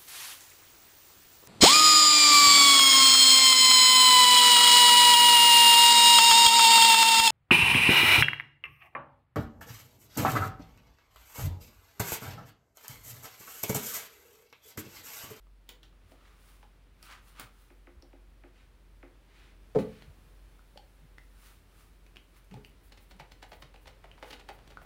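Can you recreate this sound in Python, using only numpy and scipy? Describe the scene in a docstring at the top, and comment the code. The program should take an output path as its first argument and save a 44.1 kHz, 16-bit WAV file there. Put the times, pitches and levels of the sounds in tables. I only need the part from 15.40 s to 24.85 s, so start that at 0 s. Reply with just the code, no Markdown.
"""In a small tiled bathroom, thick paint is squeezed from a plastic bottle over a sink top.
Bubbles snap, the nozzle spits and hisses as air pushes past the paint, and plopping blobs make the
bottle ring. A gloved hand swishes past and something knocks against the hollow basin. Near the end
the bottle runs low and sputters air and paint. A fan hums low behind it all."""
import sys
import numpy as np
from scipy import signal
from scipy.fft import rfft, irfft
from scipy.io import wavfile

SR = 44100
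rng = np.random.default_rng(int(sys.argv[2]) if len(sys.argv) > 2 else 0)


def output_pcm(signal):
    """Save a mono or channel-first signal as 16-bit PCM at the path in sys.argv[1].

    Samples are clipped to [-1, 1] before scaling.
    """
    pcm = np.clip(np.atleast_2d(signal).T, -1, 1) * 32767
    wavfile.write(sys.argv[1], SR, np.round(pcm).astype(np.int16))


N = 416744
TIME = np.arange(N) / SR
BRIEF = TIME[:6000]  # time line for one short sound
RUNS_LOW_S = 6.6, 7.8  # the bottle starts to draw air, and does so fully

# tone colours of wet gurgle, fine spray and bursting crackle: f/Hz, relative level/dB
GURGLE = [(400, -16), (750, -10), (1230, 3), (1800, -3.5), (2800, -5.5), (4500, -13), (7000, -19),
          (15000, -27.5)]
SPRAY = [(1500, -8), (4000, 0), (7000, -4), (10300, 2), (14000, 0), (15500, -0.5), (16500, -10)]
CRACKLE = [(400, 6), (1200, -4), (2900, 1.3), (4500, -2), (6200, -10.5), (9500, -16), (15000, -16.5),
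           (16500, -24)]


def from_db(db):
    """Turn decibels into a number to multiply by."""
    return 10 ** (np.asarray(db) / 20)


def rms_one(x):
    """Scale a sound to an average strength (rms) of 1."""
    return x / np.sqrt(np.mean(x ** 2) + 1e-20)


def at_hz(points, hz):
    """Read between the rows of a table, giving each octave equal room."""
    known_hz, values = np.transpose(points)
    return np.interp(np.log(np.maximum(hz, 1)), np.log(known_hz), values)


def band(x, low_hz, high_hz, order=2):
    """Let through what lies between two frequencies."""
    edges = [low_hz, min(high_hz, SR / 2 - 1)]
    return signal.sosfilt(signal.butter(order, edges, "band", fs=SR, output="sos"), x)


def colour(x, spectrum):
    """Give a sound a tone colour; plain noise keeps its strength."""
    size = 2048
    gains = from_db(at_hz(spectrum, np.fft.rfftfreq(size, 1 / SR)))
    cepstrum = irfft(np.log(gains))
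    first_half = np.arange(size) < size // 2  # so nothing rings before the sound starts
    response = irfft(np.exp(rfft(2 * cepstrum * first_half)))
    return signal.oaconvolve(x, response / np.linalg.norm(response))[:len(x)]


def drift(per_s):
    """A slow random wobble, about 1 in size."""
    points = rng.standard_normal(2048)
    return np.interp(TIME * per_s, np.arange(len(points)), points)


def grains(count, per_s, spread_db):
    """Tiny random clicks of uneven size."""
    clicks = (rng.random(count) < per_s / SR) * rng.choice([-1, 1], count)
    sizes = from_db(spread_db * np.minimum(rng.exponential(1, count), 4))
    return rms_one(clicks * sizes)


def add(track, s, sound):
    """Mix a sound into a track, s seconds in."""
    start = int(s * SR)
    track[start:start + len(sound)] += sound[:max(N - start, 0)]


def snap(decay_s):
    """A tiny burst of noise that dies at once."""
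    return rng.standard_normal(len(BRIEF)) * np.exp(-BRIEF / decay_s)


def pop(start_hz, end_hz, glide_s, decay_s):
    """A paint film tears: the pitch slides to that of the air pocket as the ring dies."""
    hz = end_hz + (start_hz - end_hz) * np.exp(-BRIEF / glide_s)
    return np.sin(2 * np.pi * np.cumsum(hz) / SR) * np.exp(-BRIEF / decay_s)


def squelch(rise_s, decay_s):
    """Wet crackle builds as the paint's skin stretches, peaks after four rise times and dies."""
    since_peak = BRIEF - 4 * rise_s
    swell = np.exp(np.minimum(since_peak / rise_s, -since_peak / decay_s))
    return grains(len(BRIEF), per_s=3000, spread_db=3.5) * swell


def background():
    """The room's soft rush, a thin high hiss and the slightly wavering hum of a fan."""
    # tone colour of the rush: f/Hz, relative level/dB
    room_tone = [(65, -4), (103, -11.5), (220, -18.5), (350, -19.5), (700, -26.5), (1300, -28), (2500, -31),
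                 (4000, -36), (6750, -44), (15800, -48)]
    # loudness over time: t/s, rush/dB, high hiss/dB
    levels = [(0, -68.5, -81), (0.6, -64, -84), (2.7, -64.5, -79.5), (4.2, -61.5, -79), (4.5, -60, -72.5),
              (5.2, -62.5, -73.5), (7.4, -63, -76), (9.45, -59, -77)]
    s, rush_db, treble_db = np.transpose(levels)
    rush = rms_one(band(colour(rng.standard_normal(N), room_tone), 58.8, 24000))
    rush *= from_db(np.interp(TIME, s, rush_db) + .5 * drift(4.1))
    treble = colour(rng.standard_normal(N), SPRAY)
    treble *= from_db(np.interp(TIME, s, treble_db) + 0.7 * drift(12))
    fan_hz, fan_db = 46, -58
    cycles = fan_hz * TIME + .04 * drift(8)
    hum = from_db(fan_db + 1.9 * drift(8.3)) * np.sqrt(2) * np.sin(2 * np.pi * cycles)
    return rush + treble + hum


def bubbles():
    """A bubble's skin crackles and clicks apart, then rings briefly, rising in pitch as it opens."""
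    # small bubbles breaking: t/s, ring/dB, rough pitch/Hz, click/dB
    breaks = [(0.069, -60, 1170, -68), (0.528, -59, 1190, -69), (0.72, -51, 690, -57),
              (2.624, -45, 5330, -54), (4.623, -55, 3000, -47.5), (5.193, -51, 1370, -66),
              (5.359, -47, 564, -65), (5.375, -43, 803, -45), (5.376, -42.5, 4600, -54),
              (5.783, -39.5, 1980, -50), (6.665, -54, 2410, -53), (6.76, -51, 2660, -50),
              (6.769, -39.5, 3070, -46.5), (7.141, -41.5, 836, -46.5), (7.248, -41.5, 2790, -48.5),
              (7.920, -46, 2560, -40.5), (8.361, -47.5, 2880, -53), (8.715, -40.5, 2950, -70),
              (8.8297, -39, 682, -62), (9.277, -47, 3280, -46.5), (9.372, -34, 1400, -57)]
    rings, clicks, rise_s = np.zeros(N), np.zeros(N), .005
    for s, ring_db, hz, click_db in breaks:
        ring = pop(hz * 0.89, hz * 1.1, glide_s=3.2 / hz, decay_s=3.3 / hz)
        add(rings, s, from_db(ring_db + 1.3) * ring)
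        add(clicks, s, from_db(click_db + 0.5) * snap(0.0015))
        add(clicks, s - 4 * rise_s, from_db(click_db - 13.0) * squelch(rise_s, decay_s=0.0056))
    return rings + colour(clicks, CRACKLE)


def spits():
    """Air squelches up the nozzle and breaks through with a bright crack and a short ring."""
    # sharp spits: t/s, crack/dB, rough pitch/Hz, ring/dB
    bursts = [(0.291, -40.5, 3020, -44), (0.4311, -58, 2850, -51.5), (1.6276, -46, 4300, -50),
              (1.9974, -35, 1250, -40)]
    cracks, rings, wet, rise_s = np.zeros(N), np.zeros(N), np.zeros(N), .005
    for s, crack_db, hz, ring_db in bursts:
        add(cracks, s, from_db(crack_db + 1) * (snap(0.0013) + from_db(-19.5) * snap(0.0096)))
        ring = pop(hz * 1.45, hz * 0.965, glide_s=0.0008, decay_s=0.002)
        add(rings, s, from_db(ring_db + 5.0) * ring)
        add(rings, s, from_db(ring_db + 1.0) * band(snap(0.012), 700, 4400))
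        add(wet, s - 4 * rise_s, from_db(ring_db - 13.0) * squelch(rise_s, decay_s=0.018))
    return colour(cracks, SPRAY) + rings + colour(wet, CRACKLE)


def bumps():
    """Handling makes soft bumps: low tones that quickly swell and fade."""
    # bumps: t/s, level/dB, f/Hz
    nudges = [(.645, -55, 82), (2.02, -54, 119), (2.562, -45, 56), (4.675, -48, 73.5), (4.665, -50, 137),
              (5.615, -55, 155), (7.105, -45, 188), (7.14, -42.5, 123), (7.73, -54.5, 185),
              (7.79, -52.5, 149), (8.22, -54, 135)]
    out, length_s = np.zeros(N), 0.05
    swell = np.sin(np.pi * np.minimum(BRIEF / length_s, 1))
    for s, level_db, hz in nudges:
        add(out, s, from_db(level_db) * swell * np.sin(2 * np.pi * hz * BRIEF))
    return out


def blobs():
    """Each plop is a quick falling chirp, no two alike, that sets the bottle ringing."""
    # blobs of paint: t/s, bright start/dB, hollow note/dB
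    plops = [(0.715, -64, -55.5), (2.303, -57.5, -56.5), (2.471, -51.5, -52), (2.624, -71, -53.5),
             (2.730, -60.5, -52.5), (3.037, -53.5, -51), (3.629, -49, -47.5)]
    # notes of the half-empty bottle: f/Hz, level/dB, time to fade by 60 dB/s
    bottle_notes = [(275, 1.5, 0.25), (351, 1.5, 0.3), (524, -1.5, 0.13), (590, -5.5, .16)]
    chirps, hollow, bottle_ring = np.zeros(N), np.zeros(N), ringing(bottle_notes)
    pitch_factors = 2 ** rng.normal(0, 0.12, len(plops))
    for (s, bright_db, hollow_db), pitch in zip(plops, pitch_factors):
        high = pop(2600 * pitch, 1050 * pitch, glide_s=0.00267, decay_s=0.0057)
        low = pop(900 * pitch, 310 * pitch, glide_s=0.0041, decay_s=0.0082)
        add(chirps, s, from_db(bright_db + 2.0) * high)
        add(chirps, s + 0.00196, from_db(hollow_db - 2.5) * low)
        add(hollow, s + 0.00504, from_db(hollow_db - 5.5) * bottle_ring)
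    return chirps, hollow


def ringing(notes):
    """A tapped object rings with its own fading notes; neighbours swing opposite ways."""
    t = TIME[:SR]
    return sum((-1) ** k * from_db(db - 60 * t / fade_s) * np.sin(2 * np.pi * hz * t)
               for k, (hz, db, fade_s) in enumerate(notes))


def hiss():
    """Each squeeze swells and fades, forcing air past the paint as dense fine crackle."""
    # squeezes: peak t/s, gurgle/dB, spray/dB, swell time/s
    squeezes = [(0.717, -72, -69, .04), (0.874, -64, -77, .12), (1.086, -66.5, -64, .1),
                (1.66, -61, -60, .03), (1.721, -47.3, -66, .037), (1.889, -65, -63, .05),
                (2.008, -48, -62, .029), (2.215, -71, -69.5, .12), (4.405, -72, -59, .025),
                (6.066, -61.5, -59.5, .072), (6.405, -66, -65.5, .065), (6.967, -63.5, -69, .026),
                (8.885, -58, -63, .044)]
    gurgle_power, spray_power = 0, 0
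    for s, gurgle_db, spray_db, swell_s in squeezes:
        flow = np.exp(-np.minimum(np.abs(TIME - s) / swell_s, 20))
        gurgle_power += (from_db(gurgle_db) * flow) ** 2
        spray_power += (from_db(spray_db) * flow) ** 2
    wet = np.sqrt(gurgle_power) * colour(grains(N, per_s=3500, spread_db=3.0), GURGLE)
    fine = np.sqrt(spray_power) * colour(grains(N, per_s=4100, spread_db=1.5), SPRAY)
    return wet + fine


def sputters():
    """An air pocket swells and bursts with a falling pop; smaller ones follow in a wet crackle."""
    # air pockets in the nozzle: t/s, level/dB, pocket pitch/Hz, crackle/dB
    pockets = [(1.229, -53, 830, -64), (7.522, -62, 794, -54.5), (7.575, -64, 940, -53.5),
               (7.712, -52.5, 730, -52), (7.798, -43, 860, -47.5), (8.026, -44, 750, -47.5),
               (8.119, -44.5, 640, -51.5), (8.131, -50, 800, -53), (8.223, -50, 1063, -50),
               (8.342, -53, 775, -61), (8.458, -52, 795, -60), (8.474, -49, 520, -47.5),
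               (8.642, -46.5, 670, -58), (8.779, -52, 944, -64), (8.827, -37.5, 617, -50),
               (8.906, -54, 640, -41.5), (8.93, -50, 830, -41), (8.997, -51.5, 757, -51.5),
               (9.089, -37.5, 786, -47), (9.189, -55, 775, -63), (9.305, -52, 546, -54),
               (9.417, -48.5, 553, -67)]
    pops, crackle, rise_s = np.zeros(N), np.zeros(N), .003
    for s, level_db, hz, crackle_db in pockets:
        add(pops, s, from_db(level_db + 2.5) * pop(2940, hz, glide_s=0.0007, decay_s=0.0055))
        add(pops, s + 0.0019, from_db(level_db + 9) * band(snap(0.012), 363, 900, order=3))
        small_db = level_db - 2 + .35 * (crackle_db - level_db)  # partly follows the crackle
        for delay_s, octaves in zip(rng.uniform(0.00207, 0.018, 4), rng.normal(0, 0.67, 4)):
            small_pop = pop(3360, hz * 2 ** octaves, glide_s=0.00085, decay_s=0.0019)
            add(pops, s + delay_s, from_db(small_db) * small_pop)
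        wet = from_db(crackle_db + 1.5) * squelch(rise_s, decay_s=0.007)
        add(crackle, s + 0.000985 - 4 * rise_s, wet)
    return band(pops + colour(crackle, CRACKLE), 290, 20000)


def swishes():
    """The glove's fine rubbing rises and falls with the speed of the hand."""
    # sweeps of the hand: middle t/s, level/dB, length/s
    sweeps = [(3.2, -67.5, .14), (4.015, -63.5, .3), (4.56, -63.5, .3)]
    # tone colour of the rubbing: f/Hz, relative level/dB
    rub_tone = [(600, -12), (1300, -1), (2500, 0.5), (4000, -7), (6500, -16), (15000, -23)]
    speed = sum(from_db(level_db) * np.cos(np.pi * np.clip((TIME - s) / length_s, -.5, .5))
                for s, level_db, length_s in sweeps)
    return speed * colour(grains(N, per_s=6000, spread_db=1.5), rub_tone)


def basin():
    """Blows click and set the hollow basin ringing; a longer contact gives a duller thud."""
    # blows: t/s, level/dB, contact time/s, click/dB
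    blows = [(4.349, -20.5, 0.0012, -52), (4.356, -18.5, 0.00039, -46.5), (4.3692, -33.5, 0.00023, -60),
             (4.3879, -19.5, 0.0021, -42), (7.111, -38, 0.0036, -55), (7.143, -42.5, 0.0038, -64),
             (7.165, -40, 0.0029, -60)]
    # notes of the basin and its counter: f/Hz, level/dB, time to fade by 60 dB/s
    basin_notes = [(72.2, -20, 0.5), (118.7, -22.5, 0.4), (138, -17.5, 0.65), (173.3, -16.5, 0.43),
                   (202.6, -14.5, 0.31), (217.6, -18, 0.47), (244.3, -14.5, 0.33), (281.5, -15, 0.26),
                   (363, -9.5, 0.1), (415, -4.5, 0.31), (438, -2.5, 0.18), (474, -26, 0.52),
                   (468, -22, 0.33), (505.5, 0.5, 0.12), (553, -8, 0.094), (610, -29.5, 0.38),
                   (635, -15, 0.13), (685, -18.5, 0.34), (734, -15, 0.14), (810, -31, .4), (859, -22, 0.24),
                   (924, -25, 0.17), (1030, -25, 0.16), (1155, -38, 0.33), (1264, -21.5, 0.071),
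                   (1626, -34, 0.13), (1850, -44, .14), (2150, -36, 0.15)]
    force, clicks = np.zeros(N), np.zeros(N)
    for s, level_db, contact_s, click_db in blows:
        push = np.sin(np.pi * np.minimum(BRIEF / contact_s, 1)) ** 2
        add(force, s, from_db(level_db) * push / push.sum())
        add(clicks, s, from_db(click_db) * snap(0.009))
    return signal.oaconvolve(force, ringing(basin_notes))[:N], colour(clicks, GURGLE)


def sticky_ticks():
    """Sticky paint crackles faintly once the bottle runs low."""
    per_s = np.interp(TIME, RUNS_LOW_S, [0, 10.0])
    ticks = (rng.random(N) < per_s / SR) * from_db(rng.uniform(-65, -62.5, N))
    return colour(signal.oaconvolve(ticks, snap(0.0036))[:N], SPRAY)


def puffs():
    """Short thin puffs of spray come at random as the bottle runs low."""
    per_s, length_s = np.interp(TIME, RUNS_LOW_S, [0, 6]), .045
    starts = (rng.random(N) < per_s / SR).astype(float)
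    swell = np.sin(np.pi * np.minimum(BRIEF / length_s, 1))
    flow = np.minimum(signal.oaconvolve(starts, swell)[:N], 1)
    spray = rms_one(band(grains(N, per_s=5000, spread_db=1.5), 9500, 18000))
    return from_db(-68) * flow * spray


def tile_echo(build_s):
    """Dense echoes off the tiles build up and die away, the highest ones fastest."""
    # the room's echo: f/Hz, time to fade by 60 dB/s
    fade_times = [(200, 0.37), (530, 0.41), (1400, 0.28), (3700, 0.26), (10000, 0.19)]
    t, echo = TIME[:SR // 2], 0
    edges_hz = np.geomspace(90, 18000, 9)
    for low, high in zip(edges_hz, edges_hz[1:]):
        fade = from_db(-60 * t / at_hz(fade_times, np.sqrt(low * high)))
        echo += band(rng.standard_normal(len(t)), low, high) * fade
    echo *= 1 - np.exp(-t / build_s)
    return echo / np.linalg.norm(echo)


def scene():
    """Mix the close sounds, their echo and the background."""
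    sputter, spit = sputters(), spits()
    snaps = bubbles() + sticky_ticks()
    air = hiss() + swishes() + puffs()
    plops, hollow = blobs()
    ring, clicks = basin()
    direct = plops + hollow + sputter + spit + snaps + air + ring + clicks + bumps()
    to_walls = (from_db(-3.5) * plops + from_db(-6.5) * sputter + from_db(-2.0) * clicks
                + from_db(-4.0) * spit + from_db(-7.0) * snaps + from_db(-9.5) * air
                + from_db(-16.0) * ring)
    echo = signal.oaconvolve(to_walls, tile_echo(build_s=0.0035))[:N]
    return (direct + echo + background())[None]


def record(dry):
    """The microphone's opening softens part of the high treble; the very top is cut steeply."""
    softened = dry - .5 * band(dry, 10850, 13400, order=1)
    cutoff_hz = 15850
    return signal.sosfilt(signal.ellip(12, .1, 70, cutoff_hz, fs=SR, output="sos"), softened)


dry = scene()
out = record(dry)
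output_pcm(out)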